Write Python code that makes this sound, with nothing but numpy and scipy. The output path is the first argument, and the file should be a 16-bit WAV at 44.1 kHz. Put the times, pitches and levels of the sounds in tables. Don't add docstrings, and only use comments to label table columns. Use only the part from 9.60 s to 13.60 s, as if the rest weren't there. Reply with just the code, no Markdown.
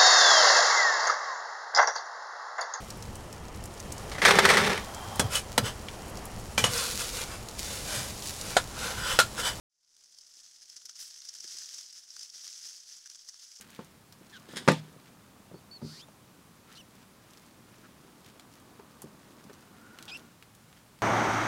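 import sys
import numpy as np
from scipy import signal
from scipy.fft import rfft, irfft, next_fast_len
from scipy.io import wavfile
from scipy.ndimage import uniform_filter1d

SR = 44100
rng = np.random.default_rng(int(sys.argv[2]) if len(sys.argv) > 2 else 0)


def store_wav(level_fs):
    pcm = np.round(np.clip(np.atleast_2d(level_fs), -1, 1) * 32767)
    wavfile.write(sys.argv[1], SR, pcm.T.astype(np.int16))


N = 176400
T = np.arange(N) / SR

# (frequency [Hz], gain [dB])
LEAF_TONE = [(100, -34), (350, -27), (600, -27), (950, -27.5), (1550, -19), (2000, -20), (2450, -21),
             (3200, -14), (4050, -12), (4500, -7), (5050, -0.7), (6000, -0.6), (7100, -8), (8500, -13),
             (10200, -17), (12000, -23.5), (13700, -28), (15700, -27)]


def from_db(db):
    return 10 ** (np.asarray(db) / 20)


def rms_one(x):
    return x / np.sqrt(np.mean(x ** 2) + 1e-20)


def curve(rows):
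    return np.interp(T, *np.transpose(rows))


def drift(hz):
    r = np.exp(-2 * np.pi * hz / SR)
    return rms_one(signal.lfilter([1], [1, -2 * r, r * r], rng.standard_normal(N + SR))[SR:])


def colour(x, points):
    size = 2 * next_fast_len(len(x) // 2 + 1024)
    hz, db = np.transpose(points)
    log_hz = np.log(np.arange(size // 2 + 1) * SR / size + 1)
    log_gain = np.log(from_db(np.interp(log_hz, np.log(hz), db)))
    cepstrum = irfft(log_gain)
    cepstrum[1:size // 2] *= 2
    cepstrum[size // 2 + 1:] = 0
    return irfft(rfft(x, size) * np.exp(rfft(cepstrum)))[:len(x)]


def resonate(x, hz, width_hz):
    r = np.exp(-np.pi * width_hz / SR)
    feedback = [1, -2 * r * np.cos(2 * np.pi * hz / SR), r * r]
    return signal.lfilter(np.array([1, 0, -1]) * (1 - r * r) / 2, feedback, x + 1e-18)


def butter(x, hz, kind):
    return signal.sosfilt(signal.butter(2, hz, kind, fs=SR, output="sos"), x + 1e-18)


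def night_air():
    # (frequency [Hz], gain [dB])
    air_tone = [(20, 0), (50, -9), (150, -9), (400, -8), (1000, -5.5), (4000, -15), (15000, -24.5)]
    return from_db(-76.5) * rms_one(colour(rng.standard_normal(N), air_tone))


def leaf_flicker(x, depth_db=1.3):
    centres = np.log(np.geomspace(800, 15000, 9))
    spectrum = rfft(x)
    log_hz = np.log(np.arange(N // 2 + 1) * SR / N + 1)
    bands = (irfft(spectrum * np.interp(log_hz, centres, share), N) for share in np.eye(len(centres)))
    return rms_one(sum(band * from_db(depth_db * drift(hz=60)) for band in bands))


def leaf_slips(per_second, spread_db=5, rub_s=0.0026):
    sizes = from_db(spread_db * np.minimum(rng.exponential(1, N), 3.1))
    signs = rng.choice([-1, 1], N)
    clicks = sizes * signs * (rng.random(N) < per_second / SR) / np.sqrt(per_second)
    pitches = np.geomspace(1300, 13000, 20)
    which_leaf = rng.integers(0, len(pitches), N)
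    rings = sum(resonate(clicks * (which_leaf == k), hz, width_hz=750) for k, hz in enumerate(pitches))
    tails = np.sqrt(signal.lfilter([1], [1, -np.exp(-2 / (rub_s * SR))], clicks ** 2 + 1e-18))
    rub = from_db(-8.5) * rms_one(tails * rng.standard_normal(N))
    return leaf_flicker(colour(rms_one(clicks + 2.7 * rings) + rub, LEAF_TONE))


def dragging(clump_db=3.5):
    # (time [s], level [dB])
    drag_levels = [(0.1, -60.5), (0.52, -59), (0.75, -53), (1.0, -55), (1.22, -54), (1.34, -53),
                   (1.52, -50), (1.67, -49.5), (1.83, -48), (2.0, -46), (2.22, -46.5), (2.3, -50),
                   (2.47, -54), (2.6, -47.5), (2.71, -52.5), (2.82, -47), (3.06, -46), (3.22, -51),
                   (3.33, -51), (3.42, -53.5), (3.63, -53), (3.78, -52.5), (3.86, -50), (4.0, -51.5)]
    db = curve(drag_levels)
    slips_per_second = 4000 * from_db(0.4 * (db - db.mean()))
    crackle = leaf_slips(slips_per_second) * from_db(clump_db * drift(hz=93))
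    needles = leaf_flicker(colour(rng.standard_normal(N), LEAF_TONE))
    hiss = needles * from_db(-1.5 + 1.9 * drift(hz=52))
    return from_db(db) * (crackle + hiss)


def twig_snaps(strain_s=0.0024, crack_s=0.0012, splinter_s=0.0083):
    # (time [s], level [dB], treble [dB], woody middle [dB], ring pitch [Hz], splinters [dB])
    snaps = [(0.587, -34.5, -22, -42, 4900, -9), (0.611, -39.5, -22, -42, 5270, -9),
             (1.0993, -33, -20, -29, 5150, -13), (1.1653, -33, -24, -28.5, 5460, -2),
             (1.256, -30.5, -16.5, -32, 5300, -9), (1.295, -31.5, -24, -24, 5760, -9),
             (1.604, -35.5, -32, -33, 6200, -12), (1.651, -34, -19, -28, 5200, -6),
             (1.6891, -27.5, -28, -32, 5550, -6.5), (1.7514, -32, -21, -28, 5700, -9),
             (1.7868, -35, -24, -33, 5140, -6), (1.8055, -27, -20.5, -33.5, 5580, -11),
             (1.8446, -32, -25, -24, 5800, -10), (1.8781, -29.5, -22, -31, 5300, -10.5),
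             (1.986, -26, -21.5, -35, 4800, -10), (2.0594, -34, -22, -39, 5500, -13),
             (2.1447, -30.5, -21, -44, 5960, -12), (2.1836, -33, -25, -27, 5670, -5),
             (2.3317, -36.5, -24, -34, 5030, -6), (2.5051, -31, -25.5, -30, 5600, -7),
             (2.566, -30.5, -23, -21, 4600, -12), (2.5941, -29.5, -24.5, -30.5, 4800, -12),
             (2.6312, -30, -19, -38, 4840, -10.5), (3.0326, -36, -19, -27, 5160, -7),
             (3.326, -33, -29, -38, 5700, -9), (3.46, -35.5, -20, -20, 5650, -10),
             (3.5006, -32.5, -22, -26, 5100, -11), (3.5563, -36.5, -38, -26, 6340, -9.5),
             (3.5935, -37.5, -30, -27, 5760, -8), (3.689, -30.5, -23.5, -28.5, 6080, -9),
             (3.7428, -37, -23.5, -22.5, 5290, -14)]
    usual_treble_db, usual_middle_db = -24.5, -30
    out = np.zeros(N + SR)
    lead = SR // 100
    t = T[:SR // 20] - lead / SR
    after = np.maximum(t, 0)
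    for time, db, treble_db, middle_db, hz, splinter_db in snaps:
        crack, spray, uneven = rng.standard_normal((3, len(t)))
        strain = from_db(-6) * spray * np.exp(-np.abs(t) / strain_s)
        splinters = from_db(splinter_db) * spray * np.abs(uneven) * np.exp(-after / splinter_s)
        burst = np.where(t < 0, strain, crack * np.exp(-after / crack_s) + splinters)
        ring = 1.35 * resonate(burst, hz, width_hz=690)
        wood = 0.7 * resonate(burst, 0.28 * hz, width_hz=450)
        snap = colour(burst + ring + wood, LEAF_TONE)
        middle, treble = middle_db - usual_middle_db, treble_db - usual_treble_db
        tone = [(600, -1), (1500, middle), (4000, 0.017), (6500, 0), (10000, treble), (15000, treble - 3)]
        snap = colour(snap, tone)
        height = np.sqrt(uniform_filter1d(snap ** 2, size=44).max())
        start = int(time * SR) - lead
        out[start:start + len(t)] += from_db(db - 3.5) * snap / height
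    return out[:N]


def tugs():
    # (peak time [s], half length [s], relative level [dB], treble lift [dB])
    pulls = [(0.765, .02, -55, 1), (1.028, 0.018, -50, -7), (1.099, 0.011, -49, -3),
             (1.126, 0.013, -47.5, -6), (1.263, 0.0083, -44.5, 1), (1.292, .007, -49, -1),
             (1.692, .006, -43, -2), (1.172, .014, -50, 0), (1.31, .018, -53, 0), (1.363, 0.014, -45.5, -2),
             (1.402, 0.025, -42, 9), (1.426, 0.03, -43.5, 10), (1.474, 0.038, -48.5, 10.5),
             (1.917, 0.063, -42.5, -2), (2.016, .065, -43.5, -2), (2.136, 0.054, -44, 0),
             (2.194, 0.028, -46.5, 0), (2.37, 0.031, -45.5, 0.5), (2.44, .03, -53.5, 0),
             (2.543, .012, -52, 0), (2.635, 0.042, -45.5, -1.5), (2.751, 0.034, -44, -2),
             (2.849, 0.026, -46, 3), (2.959, 0.026, -46, 0), (3.064, 0.058, -46.5, 1),
             (3.163, 0.043, -49, 1), (3.328, 0.091, -49, 1), (3.558, .008, -48, -1), (3.692, .007, -47, 1),
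             (3.831, 0.037, -48.5, 3.5)]
    swish = leaf_slips(per_second=12000)
    treble = colour(swish, [(6000, -37), (7500, -2), (10000, -4.5), (14000, -3)])
    out = np.zeros(N)
    for time, half_length, db, lift_db in pulls:
        swell = from_db(db + 1.08) * np.exp(-2 * ((T - time) / half_length) ** 2)
        brightness = np.sqrt(max(from_db(2 * lift_db) - 1, 0.0))
        out += swell * (swish + brightness * treble)
    return out


def footsteps(press_s=0.0023, scuff_s=0.02):
    # (time [s], thud level [dB])
    footfalls = [(0.765, -71), (1.162, -66), (1.243, -69), (1.256, -67), (1.736, -72), (1.8438, -49.5),
                 (1.9476, -58.5), (2.757, -68), (3.059, -68)]
    # (pitch [Hz], relative level [dB], time to fade by 60 dB [s])
    ground_notes = [(247, -7, 0.029), (341, 0.5, 0.029), (580, -9, 0.022)]
    t = T[:SR // 10]
    press = 1 - np.exp(-(t / press_s) ** 2)
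    ring = sum(from_db(db - 60 * t / fade_s) * np.sin(2 * np.pi * hz * t)
               for hz, db, fade_s in ground_notes)
    thud = butter(ring * press, hz=910, kind="low")
    thud /= np.abs(thud).max()
    out = np.zeros(N + SR)
    for time, db in footfalls:
        soil = rms_one(butter(rng.standard_normal(len(t)), hz=(190, 590), kind="band"))
        scuff = from_db(-73.5) * soil * press * np.exp(-t / scuff_s)
        start = int(time * SR)
        out[start:start + len(t)] += from_db(db) * thud + scuff
    return out[:N]


def scene():
    return (night_air() + dragging() + twig_snaps() + tugs() + footsteps())[None]


def record(dry, cutoff_hz=15750):
    # (time [s], gain [dB])
    fade_in = [(0, -92), (0.085, -81), (0.1, -31), (0.15, -24.5), (0.25, -14), (0.38, -6), (0.55, -4.5)]
    low_pass = signal.firwin(601, cutoff_hz, fs=SR, window="blackman")
    return signal.fftconvolve(dry * from_db(curve(fade_in)), low_pass[None], mode="same")


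dry = scene()
out = record(dry)
store_wav(out)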